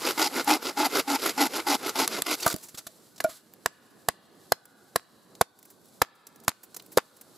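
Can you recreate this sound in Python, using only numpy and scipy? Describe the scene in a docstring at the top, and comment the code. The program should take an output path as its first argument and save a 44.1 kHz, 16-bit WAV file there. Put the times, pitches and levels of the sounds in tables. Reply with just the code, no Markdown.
"""A bow saw rasps through a log in quick pulls and pushes, its teeth shaking wood, frame and blade.
The last fibres snap, and at 2.5 s the end cracks off and drops in the snow. Wood is knocked about.
From 3.7 s a hatchet lands eight hard chops on a board on a block; the snow swallows nearly all echo
but a faint one from far trunks. Chips tick, and clothes and snow rustle to the end.
A small camera with two close microphone ports hears it all from a few metres."""
import sys
import numpy as np
from scipy import signal
from scipy.fft import rfft, irfft, next_fast_len
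from scipy.io import wavfile
from scipy.ndimage import uniform_filter1d, map_coordinates

SR = 44100
rng = np.random.default_rng(int(sys.argv[2]) if len(sys.argv) > 2 else 0)


def put_to_file(sound):
    """Save the sound as 16-bit audio at rate SR, in the file named by the first command-line argument."""
    columns = np.atleast_2d(sound).T  # one column per channel
    safe = np.clip(columns, -1, 1)
    whole_steps = np.round(safe * 32767)
    wavfile.write(sys.argv[1], SR, whole_steps.astype(np.int16))


N = 325017

# Noise colours. Each row: frequency in Hz, level in dB.
WASH_EQ = [(20, -19), (50, -16), (110, -6), (205, -0.5), (390, -3), (760, -10.5), (1500, -22.5),
           (3000, -44)]
SWISH_EQ = [(400, -21), (800, -10), (1200, -2), (1600, -6.5), (2000, -9.5), (2600, -12.5), (3500, -14.5),
            (5000, -39)]
RUSTLE_EQ = [(1180, -36.5), (2000, -20), (4090, 0.5), (5620, -2.5), (6880, -3), (7520, 0.5), (9210, -5),
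             (9980, -4.5), (10700, 1), (15500, -11.5), (16500, -44)]
TRUNK_ECHO_EQ = [(300, -21.5), (700, -10), (1100, -9.5), (1500, -4.5), (1900, -9.5), (2600, -4), (4500, -4),
                 (7000, -43)]
CRACK_EQ = [(710, -20.5), (1200, -3.5), (1900, -11), (2600, -15.5), (3400, -7.5), (4350, -6), (5890, -9.5),
            (7570, -4.5), (8360, -7.5), (11900, -6.5), (15800, -21.5), (16500, -28)]
RASP_EQ = [(180, -28.5), (300, 0.5), (531, -10.5), (717, -8), (848, -14.5), (1040, -5), (1360, -13.5),
           (1770, -45.5), (2100, -12.5), (3360, -12.5), (5100, -20), (9020, -20.5), (11600, -13.5),
           (14700, -29), (16500, -75)]
# Background faders. Each row: time in seconds, wash in dB, swish in dB.
WASH_SWISH_FADERS = [(2.36, -52, -48), (2.5, -59, -46), (2.65, -52, -56), (2.9, -60.5, -62.5),
                     (3.22, -60, -74), (3.3, -58.5, -52), (3.42, -66.5, -77.5), (3.65, -59.5, -70),
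                     (6.9, -57.5, -75), (7.37, -52, -68)]
# Cloth and snow, then the chops' send to the far trunks. Each row: time in seconds, level in dB.
RUSTLE_FADER = [(2.36, -45), (2.42, -33), (2.55, -40), (2.66, -52), (2.8, -57), (2.97, -59.5), (3.2, -68),
                (3.27, -54.5), (3.37, -54.5), (3.43, -69), (3.631, -65.5), (4.3, -66.5), (4.5, -62),
                (5.3, -66.5), (5.69, -59), (5.8, -62.5), (5.92, -62), (6.199, -67.5), (6.74, -59),
                (6.87, -62.5), (7.03, -55), (7.22, -57.5), (7.37, -53)]
ECHO_SEND = [(3.66, -0.5), (4.086, 1), (4.52, 1.5), (4.959, -1.5), (5.412, -2), (6.018, 3), (6.48, -1.5),
             (6.973, 0)]
# Scatter off block, legs, snow banks and trunks. Each row: level in dB, t60 in seconds, centre in Hz.
REFLECTIONS = [(-20.5, 0.0023, 16000), (-18.5, 0.022, 238), (-22.5, 0.22, 4400)]
# Faint tones. Each row: start and end in seconds, pitch in Hz, level in dB.
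FAINT_TONES = [(3.006, 3.486, 1486, -73), (4.6, 4.885, 1450, -62)]
# Splinters, chips and crumbs. Each row: start in seconds, level in dB, centre in Hz, length in seconds.
CHIP_TICKS = [(0.444, -27.5, 10340, 0.0068), (1.893, -17.5, 5190, 0.01072), (2.401, -23, 7060, 0.019),
              (2.4248, -18, 4560, 0.02), (2.461, -13, 11500, 0.011), (2.487, -18, 7120, 0.0125),
              (2.505, -15.5, 5330, 0.027), (2.526, -12, 7500, 0.008), (2.562, -11.5, 9900, 0.00417),
              (2.583, -32, 7000, 0.0068), (2.624, -29, 7860, 0.052), (2.683, -31, 7500, 0.022),
              (2.773, -26.5, 5840, 0.027), (3.159, -46.5, 6000, 0.0165), (3.178, -42, 5400, 0.017),
              (3.24, -20, 7500, 0.0049), (3.537, -37, 11800, 0.0031), (4.654, -33.5, 10760, 0.0076),
              (5.351, -42, 5460, 0.0078), (5.588, -38, 11500, 0.012), (5.6274, -34.5, 11380, 0.0074),
              (5.651, -38, 12000, 0.014), (5.7, -39.5, 10960, 0.021), (5.813, -51, 10060, 0.01),
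              (5.855, -46, 11700, 0.0076), (6.151, -50.5, 8900, .02), (6.268, -30.5, 8000, 0.01),
              (6.289, -46, 9000, 0.0039), (6.359, -39, 11200, 0.0064), (6.4, -44, 8000, 0.0066),
              (6.4355, -44, 10970, 0.0096), (6.446, -41, 9000, 0.0068), (6.631, -31, 11400, 0.021),
              (6.744, -27.5, 7400, 0.01), (6.764, -23.5, 9240, 0.012), (6.7964, -35.5, 3800, 0.0097),
              (6.822, -39, 10800, 0.0061), (6.861, -40.5, 11700, 0.0082), (6.917, -39, 11450, 0.0266),
              (6.971, -20, 10500, 0.0031), (7.165, -39, 10800, 0.015), (7.211, -28.5, 11000, 0.012)]
# Ringing steel. Each row: start in seconds, pitch in Hz, level in dB, t60 in seconds.
STEEL_PINGS = [(2.4, 2680, -27, .04), (2.431, 4500, -17.5, 0.054), (2.477, 7140, -18, .03),
               (2.49, 4730, -28, 0.27), (4.5218, 4330, -13.5, 0.015)]
# Hits on wood. Each row: start in seconds, punch in dB, punch pitch in Hz, crack in dB, crack rise in
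# seconds, thud in dB, ring in dB, ring centre in Hz, splinters in dB, left minus right in dB.
FIBRE_SNAPS = [(2.0766, -32, 1216, -12, 0.0009, -44, -28, 1200, -38.5, 0),
               (2.2203, -23, 1090, -9, 0.00079, -22.5, -31, 1150, -36.5, 0),
               (2.4636, -4, 756.3, -16, 0.0023, -9.5, -5.5, 847, -33, 0),
               (2.476, -31, 700, -14.5, 0.0027, -43.5, -14.5, 700, -33.5, 0),
               (2.500, -22, 1200, -17, 0.0014, -41.5, -17.5, 1200, -36.5, 0)]
LOG_KNOCKS = [(2.529, -32, 300, -38, 0.0018, -31, -36, 300, -43, 0),
              (2.541, -13.5, 246, -18.5, 0.0011, -13.5, -12.5, 302, -38, 0),
              (2.744, -51.5, 205, -36.5, 0.0048, -29, -54, 300, -51, 0.35),
              (2.783, -48.5, 1310, -33, 0.0044, -49, -37, 1290, -44, 0),
              (2.867, -46, 977, -31, 0.003, -35, -31.5, 900, -59, 0),
              (3.2436, -29, 640, -39, 0.0031, -27.5, -7.5, 750, -43, 0.28),
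              (3.289, -61.5, 300, -44.5, 0.011, -39, -28, 600, -49, 0.65)]
HATCHET_CHOPS = [(3.2024, -33, 1600, -31, 0.0029, -30, -18.5, 1690, -41, -0.5),
                 (3.6598, -8.5, 1080, -18, 0.00095, -24.5, -14.5, 1150, -38, 0),
                 (4.0863, -8.5, 872, -14.5, 0.00089, -18.5, -11.5, 1540, -34, 0.5),
                 (4.5205, -5.5, 810, -16, 0.0011, -21.5, -12.5, 1150, -33, -1.5),
                 (4.9592, -6.5, 1010, -15, 0.0013, -18, -9.5, 944, -33.5, -0.5),
                 (5.4122, -3, 916, -15, 0.0015, -14, -9, 660, -34.5, -2),
                 (6.0179, -3, 1070, -17, 0.0013, -16.5, -16.5, 1400, -28, -2.5),
                 (6.0203, -6, 1220, -19.5, 0.00062, -22.5, -18, 1400, -34.5, 4),
                 (6.4805, -3.5, 1140, -13.5, 0.0012, -15, -16, 1450, -27, -0.5),
                 (6.4902, -39, 1450, -24, 0.0017, -28, -30, 1450, -38, 3),
                 (6.9731, -5, 494.4, -17, 0.0019, -40, -4.5, 560, -31.5, 0.5),
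                 (6.9834, -3.5, 1120, -15, 0.00025, -45, -21.5, 1250, -27.5, -1.5)]
# Tearing log, knocked log and chopped board. Each row: pitch in Hz, level in dB, t60 in seconds.
SPLIT_MODES = [(679, 2, 0.0428), (943, -5, 0.051), (1183, 0, 0.074), (1370, 1, 0.037), (1502, 3, 0.045),
               (2010, -25, 0.027), (2600, -19, 0.014)]
LOG_MODES = [(296, -2.5, 0.015), (629, -6.5, 0.12), (669, -7.5, 0.074), (1330, -21, 0.046),
             (1430, -12.5, 0.066), (2330, -13, 0.039)]
BOARD_MODES = [(320, -8, 0.029), (517, 7, 0.017), (698, 10.5, 0.011), (1070, 1, .022), (1456, 0.5, 0.015),
               (1678, 5.5, 0.018), (2003, -2.5, 0.023), (2855, -8, 0.017), (4200, -0.5, 0.0075)]
# Pull and push in turn. Each row: turn and bite in seconds, rasp in dB, hum and frame in dB re the rasp.
SAW_STROKES = [(0, 0.073, -31, -20, -8.5), (0.153, 0.179, -26.5, -5.5, -1),
               (0.292, 0.379, -29.5, -1.5, -2.5), (0.448, 0.476, -23, -0.5, 0.5),
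               (0.588, 0.666, -26.5, -5, -3), (0.743, 0.774, -23.5, 1.5, 3),
               (0.888, 0.965, -24.5, -10.5, -10), (1.042, 1.079, -25, 2, 0.5),
               (1.182, 1.255, -26.5, -11, -14.5), (1.342, 1.379, -25, 4, 0.5),
               (1.491, 1.552, -25.5, -7, -7.5), (1.641, 1.668, -24.5, 1, 0),
               (1.775, 1.871, -28.5, -8.5, -6), (1.938, 1.957, -25.5, -1, -2.5),
               (2.067, 2.137, -28, -1.5, -33), (2.235, 2.265, -19.5, -13, -12),
               (2.363, 2.477, -32, -25, -9)]
# Bending log, wood on the pull, saw frame and blade. Each row: centre in Hz, width in Hz, level in dB.
HUM_BANDS = [(273.4, 47, -3.5), (370, 120, -12)]
PULL_BANDS = [(427, 122, -2), (1301, 200, -7)]
FRAME_BANDS = [(679.4, 33, 2.5), (843, 110, 12.5), (1050, 63, 1.5), (1324, 280, 2.5)]
BLADE_BANDS = [(1464, 85, -3.5), (2060, 150, -2), (2550, 270, -14.5), (3950, 350, -12), (4850, 1220, 4),
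               (6750, 290, -11.5)]
# The ports' difference in colour. Each row: frequency in Hz, left minus right in dB.
PORT_TILT = [(60, 0), (110, -1), (200, -3.5), (380, -5.5), (700, 2), (1290, 0.5), (2380, -0.5), (4400, -1),
             (8120, 0.5), (15000, -5)]
# The microphone's treble fall. Each row: frequency in Hz, gain in dB.
MIC_EQ = [(15500, 0.5), (16000, -21), (16800, -25)]

SAW_END_S = 2.57
TURNS_S = [stroke[0] for stroke in SAW_STROKES] + [SAW_END_S]
TIME = np.arange(N) / SR
OPPOSITE = np.array([[1], [-1]])  # left and right in opposite polarity


def undb(db):
    """Gain of a level in dB."""
    return 10 ** (np.asarray(db) / 20)


def unit(x):
    """Scale to rms 1."""
    return x / np.sqrt(np.mean(x ** 2))


def colour(x, points):
    """EQ through (Hz, dB) points joined on a log axis."""
    hz, db = np.transpose(points)
    size = next_fast_len(len(x))
    log_hz = np.log(np.arange(size // 2 + 1) * SR / size + 1)
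    return irfft(rfft(x, size) * undb(np.interp(log_hz, np.log(hz + 1), db)), size)[:len(x)]


def band(x, hz, width):
    """Two-pole resonance, gain 1 at the centre."""
    hz = min(hz, .45 * SR)
    return signal.lfilter(*signal.iirpeak(hz, hz / width, SR), x)


def resonate(x, bands, tune=1):
    """A body's steep resonances, summed to rms 1."""
    return unit(sum(undb(db) * band(band(x, tune * hz, 2 * w), tune * hz, w) for hz, w, db in bands))


def walk(rate):
    """Smooth random wobble of rms 1, with `rate` new values a second."""
    hold = int(SR / rate)
    steps = np.repeat(rng.standard_normal(N // hold + 1), hold)
    return unit(np.tanh(uniform_filter1d(steps, hold)[:N]))


def grains(size, spread_db):
    """Crackly noise with random spikes."""
    return undb(spread_db * rng.exponential(size=size)) * rng.standard_normal(size)


def decay(t, t60):
    """Envelope that falls 60 dB in t60 seconds."""
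    return undb(-60 * t / t60)


def add(out, start, x):
    """Mix x in from `start` seconds."""
    i = int(start * SR)
    out[i:i + len(x)] += x[:len(out) - i]


def background():
    """A low far-off wash, a soft swish and a finer, grainy rustle of cloth and snow."""
    wash = unit(colour(rng.standard_normal(N), WASH_EQ)) * undb(1.6 * walk(15))
    swish = unit(colour(rng.standard_normal(N), SWISH_EQ)) * undb(1.5 * walk(4.1))
    rustle = unit(colour(grains(N, spread_db=2), RUSTLE_EQ)) * undb(1.5 * walk(40))
    times, *faders = np.transpose(WASH_SWISH_FADERS)
    wash_db, swish_db = (np.interp(TIME, times, fader) for fader in faders)
    rustle_db = np.interp(TIME, *np.transpose(RUSTLE_FADER))
    return undb(wash_db) * wash + undb(swish_db) * swish + undb(rustle_db) * rustle


def faint_tones():
    """Narrow bands of noise swell and fade as wavering tones."""
    out = 0
    for start, end, hz, db in FAINT_TONES:
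        progress = np.clip((TIME - start) / (end - start), 0, 1)
        swell = np.sqrt(np.sin(np.pi * progress).clip(0))
        out += undb(db) * swell * unit(band(rng.standard_normal(N), hz, 25))
    return out


def trunk_echo(chops, level_db=-29, build_s=0.03):
    """Far trunks answer each chop with a long, faint mid-range tail."""
    t = np.arange(SR) / SR
    tail = np.array([colour(noise, TRUNK_ECHO_EQ) for noise in rng.standard_normal((2, len(t)))])
    left, other = tail * decay(t, t60=1.7) * (1 - np.exp(-(t / build_s) ** 2))
    tail = np.array([left, .7 * left + .7 * other]) / np.linalg.norm(left)
    send = chops * undb(np.interp(TIME, *np.transpose(ECHO_SEND)))
    return undb(level_db) * signal.fftconvolve(send[None], tail, axes=1)[:, :N]


def scatter(x, rise_s=0.0027):
    """Short reflections off the surroundings, different left and right."""
    t, echo = np.arange(int(.3 * SR)) / SR, 0
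    for db, t60, hz in REFLECTIONS:
        paths = band(rng.standard_normal((2, len(t))), hz, 1.3 * hz)
        paths *= decay(t, t60) * np.minimum(t / rise_s, 1)
        echo += undb(db) * paths / np.linalg.norm(paths, axis=1, keepdims=True)
    return signal.fftconvolve(x, echo, axes=1)[:, :N]


def chip_ticks():
    """Splinters snap, chips and snow crumbs land: bright bursts with a little low body."""
    out, t = np.zeros(N), np.arange(int(.08 * SR)) / SR
    for start, db, hz, length in CHIP_TICKS:
        noise = rng.standard_normal(len(t))
        burst = unit(band(noise, hz, 0.81 * hz)) + 0.31 * unit(band(noise, 610, 1600))
        age = 4.07 * t / length
        add(out, start, .5 * undb(db) * burst * age * np.exp(1 - age))
    return out


def steel_pings(attack_s=0.00079):
    """The freed saw blade and the hatchet's edge ring briefly."""
    out, t = np.zeros(N), np.arange(SR // 10) / SR
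    for start, hz, db, t60 in STEEL_PINGS:
        envelope = decay(t, t60) * np.minimum(t / attack_s, 1)
        add(out, start, undb(db) * envelope * np.sin(2 * np.pi * hz * t))
    return out


def wood_hits(hits, modes):
    """Each hit: a graze, one punch of air, splitting fibres, a thud, ringing wood and a splintery tail."""
    out, t = np.zeros((2, N)), np.arange(int(.25 * SR)) / SR
    swell = lambda age: age * np.exp(1 - age)
    sine = lambda hz, phase=0: np.sin(2 * np.pi * hz * t + phase)
    lead = int(.003 * SR)
    for start, punch_db, hz, crack_db, rise_s, thud_db, ring_db, ring_hz, splinter_db, pan_db in hits:
        noise = unit(colour(rng.standard_normal(len(t)), CRACK_EQ))
        graze = undb(crack_db - 21) * noise[-lead:] * np.arange(lead) / lead
        punch = sine(hz) * swell(t * hz / 0.45) ** 1.43
        snap = swell(t / max(rise_s, .0003)) ** 0.89
        crack = noise * (snap + 0.016 * decay(t, 0.025) + 0.006 * decay(t, 0.078))
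        thud = sine(260) * decay(t, 0.015) + 0.22 * sine(105) * decay(t, 0.018)
        ring = 0
        for mode_hz, db, t60 in modes:
            # where the hit lands decides which modes answer best
            db += rng.normal(0, 1.6) - 2.6 * np.log2(mode_hz / ring_hz) ** 2
            ring += undb(db) * sine(mode_hz, rng.normal(0, 0.71)) * decay(t, t60)
        ring *= 0.61 * np.minimum(t * hz / 1.5, 1) ** 2  # builds while the contact lasts
        splinters = unit(band(grains(len(t), spread_db=4.2), hz=1150, width=830))
        splinters *= decay(t, 0.094) * np.minimum(t / 0.0043, 1)
        hit = (undb(punch_db) * punch + undb(crack_db) * crack + undb(thud_db) * thud
               + undb(ring_db) * ring + undb(splinter_db) * splinters)
        for port, side in zip(out, (.5, -.5)):
            add(port, start - lead / SR, undb(side * pan_db) * np.r_[graze, hit])
    return out


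def log_hum(shake, sag_ratio=0.77, sag_s=(1.8, 2.15)):
    """The bending log hums, crossfading to a lower pitch as the last of it is cut."""
    depth = np.interp(TIME, sag_s, (0, np.pi / 2))
    whole, cut = resonate(shake, HUM_BANDS), resonate(shake, HUM_BANDS, sag_ratio)
    return np.cos(depth) * whole + np.sin(depth) * cut


def tooth_tone(arch, start_hz=318, sag_hz_per_s=20):
    """The even row of teeth sings, highest and loudest at mid-stroke, sinking as the arm slows."""
    hz = (start_hz - sag_hz_per_s * TIME) * (1 - .24 * (1 - arch)) * (1 + 0.029 * walk(60))
    level_db = 3 + 0.88 * walk(63) + 6 * (arch - 1)
    return undb(level_db) * np.sin(2 * np.pi * np.cumsum(hz) / SR)


def frame_ring(shake):
    """The saw frame rings, wandering in pitch with its tension and flaring as each push catches."""
    wander = uniform_filter1d(walk(25), SR // 40)
    shift = 0.0228 * np.cumsum(np.gradient(wander) * SR / 40)
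    ring = map_coordinates(resonate(shake, FRAME_BANDS), [np.arange(N) + shift], mode="mirror")
    for _, bite, *_ in SAW_STROKES[1::2]:
        ring *= 1 + 0.77 * np.exp(-((TIME - bite - 0.004) / 0.0035) ** 2)
    return ring


def fibre_rasp(tearing, crossovers_hz=(1700, 3200, 5500, 9000), clump_db=2.6):
    """Fibres tear in clumps, coarse and fine at their own moments, and set the blade ringing."""
    grit = unit(tearing * rng.standard_normal(N))
    # the kerf grips the blade at a moving place, so its resonances come and go
    blade = sum(undb(db + 2.2 * walk(45)) * unit(band(grit, hz, w)) for hz, w, db in BLADE_BANDS)
    torn = unit(colour(grit, RASP_EQ))
    lows = [signal.filtfilt(*signal.butter(2, hz, fs=SR), torn) for hz in crossovers_hz]
    bands = np.diff([np.zeros(N), *lows, torn], axis=0)
    return sum(undb(clump_db * walk(55)) * part for part in bands) + undb(-9.5) * blade


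def stroke_pressure():
    """The rasp's envelope in dB: a pull swells and ends in a jerk; a push catches at once, then loads."""
    knots, accents_db = [], 0  # each knot: seconds, dB
    for k, (turn, bite, *_) in enumerate(SAW_STROKES):
        if k % 2:  # push
            release = TURNS_S[k + 1] - .021
            loaded = bite + 0.025 + 0.011 * turn  # a deeper cut takes longer to load
            knots += [(turn, -32.5), (bite - 0.0056, -18.5), (bite, -6), (loaded, 0), (release, 0.17)]
            accents_db += 2 * (TIME > bite) * np.exp(-np.abs(TIME - bite) / 0.0036)
        else:  # pull
            release, jerk_s = TURNS_S[k + 1] - .04, 0.00495
            knots += [(turn, -21.5), (turn + 0.008, -16), (bite, 0), (release, -4)]
            accents_db += 4.5 * np.exp(-((TIME - release + jerk_s) / jerk_s) ** 2)
    return np.interp(TIME, *np.transpose(knots + [(SAW_END_S, -32.5)])) + accents_db


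def bow_saw(mid_stroke_teeth_hz=310.3, jitter=.12, tooth_spread_db=1.5):
    """Teeth bite at a rate that follows the blade speed, tearing fibres and shaking log and frame."""
    travel = np.interp(TIME, TURNS_S, np.arange(len(TURNS_S)))
    stroke = np.minimum(travel.astype(int), len(SAW_STROKES) - 1)
    arch = np.sin(np.pi * (travel % 1))  # 0 at the turns, 1 at mid-stroke
    levels = np.transpose(SAW_STROKES)[2:]
    rasp_db, hum_db, frame_db = (uniform_filter1d(db[stroke], SR // 100) for db in levels)
    pressure_db = stroke_pressure()
    hum_db += 6 * (arch - 1) - 0.05 * pressure_db  # fullest at mid-stroke
    frame_db -= 0.11 * pressure_db  # rings on a little through the turns
    teeth_passed = np.cumsum(mid_stroke_teeth_hz * (.55 + .45 * arch) * (1 + jitter * walk(200))) / SR
    tooth = teeth_passed.astype(int)
    force = undb(tooth_spread_db * rng.standard_normal(N // 50))[tooth]
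    bites = force * np.diff(tooth, prepend=0)
    tearing = force * (0.5 + np.exp(-(teeth_passed % 1) / 0.2)) * undb(1.7 * walk(220))
    rasp = fibre_rasp(tearing)
    shake = unit(bites - bites.mean()) + 0.85 * unit(tearing * rng.standard_normal(N))
    pushing = uniform_filter1d(1. * (stroke % 2), SR // 50)
    hum = undb(-8 * pushing) * log_hum(shake) + pushing * tooth_tone(arch)
    frame = frame_ring(shake)
    pull_body = (1 - stroke % 2) * sum(undb(db) * unit(band(shake, hz, w)) for hz, w, db in PULL_BANDS)
    # the long blade sends the finest hiss to the two ports in opposite polarity
    hiss = undb(-12.5) * unit(band(tearing * rng.standard_normal(N), 9300, 6900)) * OPPOSITE
    envelope = undb(rasp_db + pressure_db) * np.clip((SAW_END_S - TIME) / 0.0088, 0, 1)
    return envelope * (rasp + pull_body + hiss + undb(hum_db) * hum + undb(frame_db) * frame)


def scene(phase_turn_hz=8930, mid_share=0.87):
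    """Saw and wood up front, their echoes behind, over a nearly centred background."""
    saw = bow_saw()
    chops = wood_hits(HATCHET_CHOPS, BOARD_MODES)
    spots = chops + wood_hits(FIBRE_SNAPS, SPLIT_MODES) + wood_hits(LOG_KNOCKS, LOG_MODES)
    spots += chip_ticks() + faint_tones() + steel_pings()
    direct = saw + spots
    # treble reaches the left port by another path, its phase turned; more so from the long blade
    direct[0] -= 2 * band(saw[0], phase_turn_hz, 870) + 0.89 * band(spots[0], phase_turn_hz, 1724)
    reflections = scatter(undb(-8) * saw + spots)  # the blade, low over the snow, scatters less
    bed = np.sqrt(mid_share) * background() + np.sqrt(1 - mid_share) * background() * OPPOSITE
    return bed + trunk_echo(chops.mean(axis=0)) + reflections + direct


def gain_control(x, threshold_db=-12, recovery_db_per_s=22, lag_s=0.012):
    """Peaks duck the gain a moment late; it climbs back at a steady rate."""
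    over_db = np.maximum(20 * np.log10(np.abs(x).max(axis=0) + 1e-9) - threshold_db, 0)
    climb_db = recovery_db_per_s * TIME
    cut_db = np.maximum.accumulate(over_db + climb_db) - climb_db
    step = 1 / (lag_s * SR)
    for _ in range(2):
        cut_db = signal.lfilter([step], [1, step - 1], cut_db)
    return x * undb(-cut_db)


def record(dry, bass_cut_hz=90, top_hz=17000):
    """The ports differ in colour; the camera cuts the bass, rides its gain and cuts the top."""
    ports = np.array([colour(colour(port, MIC_EQ), np.array(PORT_TILT) * [1, side])
                      for port, side in zip(dry, (.5, -.5))])
    ports = signal.sosfilt(signal.butter(2, bass_cut_hz, "high", fs=SR, output="sos"), ports)
    return signal.sosfilt(signal.ellip(10, .3, 80, top_hz, fs=SR, output="sos"), gain_control(ports))


dry = scene()
out = record(dry)
put_to_file(out)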